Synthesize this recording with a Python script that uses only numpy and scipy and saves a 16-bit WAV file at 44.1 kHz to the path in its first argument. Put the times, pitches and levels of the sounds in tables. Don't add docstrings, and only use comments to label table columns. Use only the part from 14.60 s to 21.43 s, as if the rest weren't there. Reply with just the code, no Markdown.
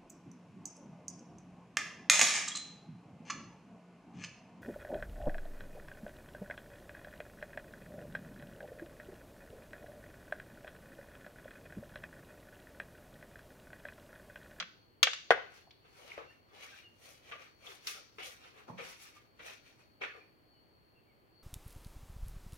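import sys
import numpy as np
from scipy import signal
from scipy.fft import rfft, irfft, next_fast_len
from scipy.io import wavfile

SR = 44100
rng = np.random.default_rng(int(sys.argv[2]) if len(sys.argv) > 2 else 0)


def generate_wav(sig):
    pcm = np.round(np.clip(np.atleast_2d(sig).T, -1, 1) * 32767).astype(np.int16)
    wavfile.write(sys.argv[1], SR, pcm)


N = 301145

# (time [s], clack gain [dB], thud gain [dB], contact cut-off [Hz], pan left [dB])
SPOON_BLOWS = [(0.0005, -26.5, -49.5, 7000, -4), (0.0068, -22.5, -47.5, 1697, 9),
               (0.025, -28.5, -57, 2601, -2.5), (0.4296, -6.5, -42.5, 14930, -1),
               (0.4705, -13, -32, 2300, 1), (0.5330, -28, -58.5, 9000, 0), (0.706, -32.5, -7.5, 14020, 2),
               (0.7747, -55, -37, 2204, 2)]
# (frequency [Hz], relative level [dB], t60 [s])
CLACK_RING = [(525, -18, 0.17), (640, -14.5, 0.035), (1145, -13.5, .07), (1197, -11, .08),
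              (1330, -15.5, 0.052), (1430, -14, 0.063), (1590, -11, .05), (1795, -11, 0.12),
              (2300, -6.5, 0.082), (2370, -4, .06), (2590, -2.5, 0.04), (2760, -4, 0.038), (2890, 0, .05),
              (3265, -4.5, 0.087), (3365, -5, .06), (3337, -2.5, .065), (3660, -1, 0.03), (4104, -7, 0.072),
              (4400, -9, .035), (4770, -3, 0.048), (4820, -10, 0.083), (5323, -14, 0.054), (5530, -11, .05),
              (5800, -11, 0.071), (6300, -13, 0.032), (6330, -10.5, 0.055)]
THUD_RING = [(220, -16, 0.092), (355, -16, 0.08), (476, -0.5, 0.096), (533, -6, .07), (620, -5, 0.045),
             (684, 0, 0.071), (757, -1.5, 0.054), (1000, -10.5, 0.032), (1114, -15.5, .09),
             (1210, -11.5, 0.11), (1377, -5.5, 0.079), (1491, -2.5, 0.086), (1620, 0.5, .075),
             (1846, -3.5, .07), (2050, -9, 0.14), (2180, -12, .05), (2390, -15.5, 0.077),
             (2617, -9.5, 0.037), (2990, -15, 0.057), (3100, -10.5, .045), (3324, -16.5, .05),
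             (3760, -20.5, 0.057), (4330, -19.5, 0.1), (5560, -22, 0.043), (6300, -26.5, 0.045),
             (15150, -42.5, .12)]
# (frequency [Hz], relative density [dB])
CLACK_SPECTRUM = [(88, -72.5), (150, -30.5), (352, -25.5), (550, -27), (930, -27.5), (1130, -6.5),
                  (1760, -7.5), (2410, -5.5), (3160, -5.5), (3480, -4.5), (4390, -11.5), (6470, -10),
                  (8330, -26), (13500, -26), (15500, -36.5)]
THUD_SPECTRUM = [(100, -50), (200, -18.5), (300, -15), (450, -4.5), (700, -1), (1000, -3.5), (1600, 1),
                 (2200, -6.5), (3300, -11.5), (4500, -23.5), (6200, -24.5), (7500, -38), (10000, -36),
                 (15500, -47.5)]

def spoon():
    out, t = np.zeros((2, N)), seconds(.25)
    for s, clack_db, thud_db, contact_hz, pan_db in SPOON_BLOWS:
        clack = struck_box(t, CLACK_RING, CLACK_SPECTRUM,
                           modes_db=-13.5, dense_db=-7, dense_t60=0.053, lowest_hz=514)
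        thud = struck_box(t, THUD_RING, THUD_SPECTRUM,
                          modes_db=-11.5, dense_db=-9.5, dense_t60=0.076, lowest_hz=312)
        clack += from_db(5) * wall_flex(t, hz=3692, t60=0.0037)
        thud += from_db(6) * wall_flex(t, hz=734, t60=0.0074)
        blow = from_db(clack_db) * clack + from_db(thud_db) * thud
        add(out, s, panned(pan_db) * butter(blow, contact_hz, "low"))
    return out


def struck_box(t, modes, spectrum, modes_db, dense_db, dense_t60, lowest_hz, give_s=0.00019):
    hz, level_db, t60 = np.transpose(modes)[:, :, None]
    offset = rng.choice([-1, 1], hz.shape) * np.minimum(hz / 2800, .75)
    phase = 2 * np.pi * hz * t + np.array([offset, -offset])
    clear = np.sum(from_db(level_db) * dying(t, t60) * np.sin(phase), axis=1)
    white = rng.standard_normal((2, len(t)))
    dense = coloured(white, spectrum, likeness=[(400, 0.67), (1500, 0.66), (4000, 0.011)])
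    blow = from_db(modes_db) * clear + from_db(dense_db) * dense * dying(t, dense_t60)
    blow *= np.minimum(t / give_s, 1)
    return butter(blow, lowest_hz, "high", order=5)


def wall_flex(t, hz, t60, right_lag_s=.0001):
    since = np.maximum(t - np.array([[0], [right_lag_s]]), 0)
    return np.minimum(since * hz, 1) * dying(since, t60) * np.sin(2 * np.pi * hz * since)


# (time of full pressure [s], swell [s], hold [s], rub gain [dB],
# hollow body tilt [dB], crisp hiss tilt [dB])
PAPER_STROKES = [(0.945, 0.053, 0.023, -61.5, -6.5, -10.5), (1.255, 0.027, 0.0084, -67.5, -2, -26),
                 (1.39, 0.13, 0.062, -64, -2.5, -8), (1.521, 0.15, 0.012, -55, -6.5, -17),
                 (1.577, 0.013, 0.031, -56, 3.5, -26), (1.707, .03, 0.0045, -66, -13.5, -16.5),
                 (1.963, .09, 0.016, -62, -0.5, -17), (2.025, 0.073, 0.023, -51.5, -12.5, -15),
                 (2.094, 0.057, 0.1, -58, -13.5, -16), (2.454, 0.09, 0.06, -60.5, -6.5, -5),
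                 (2.692, 0.12, 0.014, -58, -10, -16), (2.715, 0.0044, .008, -52.5, -4, -28),
                 (2.82, 0.059, 0.012, -58, -7.5, -15), (3.063, 0.059, 0.018, -54, -6.5, -12.5),
                 (3.105, 0.028, 0.023, -56.5, -7.5, -9), (3.252, 0.041, .01, -56.5, -10.5, -8.5),
                 (3.272, .006, 0.0076, -41.5, -17.5, -6), (3.365, .05, 0.012, -58.5, -6, -17),
                 (3.585, 0.0024, 0.0089, -47.5, -7, -26), (3.606, .014, 0.018, -46, -20, -37),
                 (3.657, 0.069, 0.022, -52.5, -10.5, -5), (3.852, 0.087, 0.012, -57.5, -7, -16),
                 (3.977, 0.087, .03, -62.5, -2.5, -15.5), (4.083, 0.015, 0.0045, -64.5, 8.5, -11.5),
                 (4.184, 0.0094, 0.028, -49, -4, -24), (4.248, 0.058, 0.065, -53, -10.5, -9.5),
                 (4.422, 0.049, 0.013, -57.5, -13, -2), (4.456, .03, 0.018, -59.5, -11, -18),
                 (4.562, 0.043, 0.014, -64, -10, -12.5), (4.795, 0.0071, 0.012, -53, -5.5, -30),
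                 (4.866, 0.064, 0.037, -50.5, -9.5, -13), (5.062, .04, 0.028, -62.5, -14, -14),
                 (5.197, .04, 0.014, -70, -4.5, -11.5), (5.416, 0.0076, 0.012, -44.5, -5, -29.5),
                 (5.56, .03, 0.011, -67.5, 7.5, -17)]
# (band centre [Hz], t60 [s])
PAPER_RELEASE = [(750, .3), (1600, 0.45), (2800, 0.36), (5000, 0.48), (9000, 0.32)]

def paper(swell_db=18, flutter_db=1.2):
    t = np.arange(N) / SR
    centres_hz, release_t60 = np.transpose(PAPER_RELEASE)
    power = np.zeros((len(centres_hz), N))
    for s, swell_s, hold_s, rub_db, body_db, hiss_db in PAPER_STROKES:
        span = slice(*np.searchsorted(t, [s - 2 * swell_s, s + hold_s + release_t60.max()]))
        swell = from_db(swell_db * np.minimum(t[span] - s, 0) / swell_s)
        release = dying(np.maximum(t[span] - s - hold_s, 0), release_t60[:, None])
        tilts_db = np.array([body_db + 10, 0.29 * body_db + 3.5, 3.5, .5 * hiss_db + 8, hiss_db + 15.5])
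        power[:, span] += (from_db(rub_db + tilts_db[:, None]) * swell * release) ** 2
    bands = split(fibre_friction(t), centres_hz) * np.sqrt(power)[:, None]
    return panned(1.4) * sum(band * from_db(flutter_db * drift(90)) for band in bands)


# (frequency [Hz], relative density [dB])
PAPER_SPECTRUM = [(150, -18.5), (250, -15.5), (458, -0.5), (635, -3), (837, -3), (897, -7), (1160, -0.5),
                  (1670, -2), (1890, -3.5), (2240, 0.5), (5040, -11), (5690, -6.5), (7640, -18),
                  (10800, -17.5), (15500, -24.5)]

def fibre_friction(t, snaps_per_s=900, snap_spread_db=3, snap_db=-4, lead_s=.00042, scatter_db=1):
    sizes = from_db(snap_spread_db * np.minimum(rng.exponential(1, N), 4))
    snaps = rms_one(rng.standard_normal((2, N)) * sizes * (rng.random(N) < snaps_per_s / SR))
    fibres = rng.standard_normal((2, N)) + from_db(snap_db) * snaps
    left, right = coloured(fibres, PAPER_SPECTRUM, likeness=[(300, 0.9), (1400, 0.55), (5000, 0.081)])
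    direct = np.array([left, np.interp(t - lead_s, t, right)])
    return rms_one(direct + from_db(scatter_db) * table_scatter(direct, t60=0.08, shifts_per_s=11))


def table_scatter(x, t60, shifts_per_s, count=3):
    lags = seconds(.05)
    paths = rng.standard_normal((count, 2, len(lags))) * dying(lags, t60)
    weights = np.array([drift(shifts_per_s) for path in paths])
    weights /= np.sqrt(np.sum(weights ** 2, axis=0))
    echoes = [signal.oaconvolve(x, path, axes=1)[:, :N] for path in paths]
    return rms_one(sum(weight * echo for weight, echo in zip(weights, echoes)))


# (time [s], level [dB], centre [Hz], width [octaves], t60 [s], pan left [dB])
TABLE_KNOCKS = [(0.001, -55, 196, 0.4, 0.09, 4), (0.007, -38, 1460, 0.26, 0.021, 4.5),
                (1.069, -56, 810, 0.55, 0.037, -2), (1.108, -52, 3200, 1.02, 0.044, 3.5),
                (1.517, -37, 2260, 0.27, 0.024, -6), (1.577, -40, 453, 1.04, 0.053, 6.5),
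                (1.579, -48.5, 1230, 1.03, 0.099, -1), (1.605, -60, 520, 0.97, 0.071, -5),
                (2.719, -42, 2000, 1.17, 0.11, 2.5), (2.719, -46.5, 1177, 0.1, 0.15, 1.5),
                (3.066, -47, 3270, 0.3, 0.09, 3), (3.2712, -32, 4170, 1.06, 0.03, 5.5),
                (4.083, -49.5, 414, 1.9, 0.15, 10.5), (4.095, -46, 955, 0.38, .07, -9),
                (4.095, -44.5, 160, 0.89, 0.16, -5), (4.181, -46, 504, 0.32, 0.15, 6),
                (5.411, -47.5, 404, 0.37, 0.08, 6.5), (5.418, -34.5, 2250, 0.4, 0.058, 1),
                (5.435, -33.5, 1830, 1.18, 0.083, -1.5)]

def knocks():
    out, t = np.zeros((2, N)), seconds(.25)
    for s, level_db, hz, octaves, t60, pan_db in TABLE_KNOCKS:
        decay = dying(t, t60)
        edges_hz = hz * 2 ** (np.array([-.5, .5]) * octaves)
        mid, side = butter(rng.standard_normal((2, len(t))) * decay, edges_hz, "band", order=3)
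        ring = mid + min(hz / 2500, 1) * np.array([side, -side])
        ring = rms_one(ring) * np.sqrt(np.mean(decay ** 2))
        add(out, s, from_db(level_db) * panned(pan_db) * ring)
    return butter(out, 68, "high")


# (time [s], length [s], start pitch [Hz], end pitch [Hz], relative level [dB])
SQUEAK_GLIDES = [(1.654, 0.092, 2700, 2820, -55), (1.69, 0.048, 1800, 1790, -57),
                 (2.10, 0.074, 1610, 1560, -51), (2.215, 0.095, 2950, 2760, -51.5),
                 (3.35, 0.058, 1400, 1350, -51), (4.55, 0.046, 1230, 1173, -54),
                 (4.55, 0.078, 2250, 2157, -62), (5.18, 0.071, 2550, 2490, -65),
                 (5.60, 0.033, 2380, 2350, -53.5), (5.923, 0.093, 2980, 2930, -70),
                 (6.333, 0.092, 2800, 2680, -65), (6.449, 0.112, 2260, 2170, -67.5)]

def squeaks(waver_hz=45, gain_db=-5):
    out = np.zeros((2, N))
    for s, length, start_hz, end_hz, level_db in SQUEAK_GLIDES:
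        count = int(length * SR)
        hz = np.linspace(start_hz, end_hz, count) + waver_hz * drift(240)[:count]
        add(out, s, from_db(level_db + gain_db) * np.hanning(count) * tone(hz) * panned(0))
    return out


# (band centre [Hz], t60 [s])
ROOM_DECAY = [(200, 0.57), (600, 0.32), (1600, 0.45), (3200, 0.48), (6000, 0.57), (12000, 0.25)]

def room(x, wet_db, build_up_s=0.014, absorbed_above_hz=7000):
    t = seconds(.7)
    centres_hz, t60s = np.transpose(ROOM_DECAY)
    bands = split(rng.standard_normal((2, len(t))), centres_hz)
    tail = sum(band * dying(t, t60) for band, t60 in zip(bands, t60s))
    tail *= np.minimum(t / build_up_s, 1) ** 2
    tail = butter(rms_one(tail) / np.sqrt(len(t)), absorbed_above_hz, "low")
    return x + from_db(wet_db) * signal.fftconvolve(x, tail, axes=1)[:, :N]


# (frequency [Hz], relative level [dB])
WHINE_LINES = [(4190, -95.5), (4245, -92.5), (4300, -91), (4365, -86.5), (4422, -80), (4480, -86),
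               (4540, -88), (4596, -93)]
# (time [s], gain [dB])
WHINE_SWELL = [(0, 0.5), (1.35, 1.5), (1.85, -2.5), (2.6, 0), (4.65, -1.5), (6.12, 1), (6.3, -3),
               (6.68, -6.5), (6.78, 4)]

def whine(waver_hz=7, flicker_db=3.5, gain_db=2.5, pan_db=7):
    out = np.zeros((2, N))
    for k, (hz, line_db) in enumerate(WHINE_LINES):
        stereo_phase = np.array([[0], [np.pi / 2 * (-1) ** k]])
        line = tone(hz + waver_hz * drift(50), stereo_phase)
        out += from_db(line_db + flicker_db * drift(13)) * line
    swell_db = np.interp(np.arange(N) / SR, *np.transpose(WHINE_SWELL))
    return from_db(gain_db + swell_db) * out * panned(pan_db)


# (frequency [Hz], relative level [dB])
HUM_TONES = [(107.7, -83), (317.6, -84)]

def hum(gain_db=-2, waver_hz=2.9):
    return sum(from_db(db + gain_db) * tone(hz + waver_hz * drift(7.3)) for hz, db in HUM_TONES)


# (frequency [Hz], relative density [dB])
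ROOM_TONE_SPECTRUM = [(20, -17.5), (55, -3.5), (105, -0.5), (200, -7.5), (320, -4), (700, -10.5),
                      (1450, -16.5), (2300, -19.5), (3200, -22.5), (3950, -32), (4400, -23), (4850, -34),
                      (7500, -39.5), (15000, -31.5)]
# (frequency [Hz], correlation [-1 to 1])
ROOM_TONE_LIKENESS = [(60, 0.064), (130, 0.31), (300, .4), (640, 0.064), (1400, -0.49), (3100, 0.37),
                      (15000, 0.39)]

def room_tone(level_db=-67):
    white = rng.standard_normal((2, N))
    return from_db(level_db) * coloured(white, ROOM_TONE_SPECTRUM, ROOM_TONE_LIKENESS)


def from_db(db):
    return 10 ** (np.asarray(db) / 20)


def rms_one(x):
    return x / np.sqrt(np.mean(x ** 2) + 1e-20)


def at_hz(points, hz):
    f, value = np.transpose(points)
    return np.interp(np.log(np.maximum(hz, 1)), np.log(f), value)


def seconds(length):
    return np.arange(int(length * SR)) / SR


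def dying(t, t60):
    return np.exp(-np.log(1000) * t / t60)


def tone(hz, phase=0):
    return np.sin(2 * np.pi * np.cumsum(hz) / SR + phase)


def panned(pan_db):
    return from_db(np.array([[pan_db], [-pan_db]]) / 2)


def butter(x, hz, kind, order=2):
    sections = signal.butter(order, np.clip(hz, 10, .45 * SR), kind, fs=SR, output="sos")
    return signal.sosfilt(sections, x)


def add(out, s, sound):
    i = max(round(s * SR), 0)
    out[:, i:i + sound.shape[1]] += sound[:, :N - i]


def drift(turns_per_s):
    knots = rng.standard_normal(int(N / SR * turns_per_s) + 2)
    return rms_one(np.interp(np.arange(N) / SR * turns_per_s, np.arange(len(knots)), knots))


def coloured(white, spectrum, likeness):
    n = white.shape[1]
    size = next_fast_len(n)
    hz = np.fft.rfftfreq(size, 1 / SR)
    mid, side = rfft(white, size)
    alike = np.clip(at_hz(likeness, hz), -.99, .99)
    pair = np.sqrt(1 + alike) * mid + np.sqrt(1 - alike) * np.array([side, -side])
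    return rms_one(irfft(pair * from_db(at_hz(spectrum, hz)), size)[:, :n])


def split(x, centres_hz):
    size = next_fast_len(x.shape[1])
    hz, whole = np.fft.rfftfreq(size, 1 / SR), rfft(x, size)
    shares = [at_hz(list(zip(centres_hz, own)), hz) for own in np.eye(len(centres_hz))]
    return np.array([irfft(whole * share, size)[:, :x.shape[1]] for share in shares])


def scene():
    background = room_tone()
    table = knocks() + squeaks()
    strikes = room(spoon(), wet_db=-13.5) + room(table, wet_db=-6.5)
    return strikes + paper() + whine() + hum() + background


def record(dry, ceiling=.95, cutoff_hz=15850):
    rounded = ceiling * np.tanh(dry / ceiling)
    return signal.sosfilt(signal.ellip(12, .1, 80, cutoff_hz, fs=SR, output="sos"), rounded)


dry = scene()
out = record(dry)
generate_wav(out)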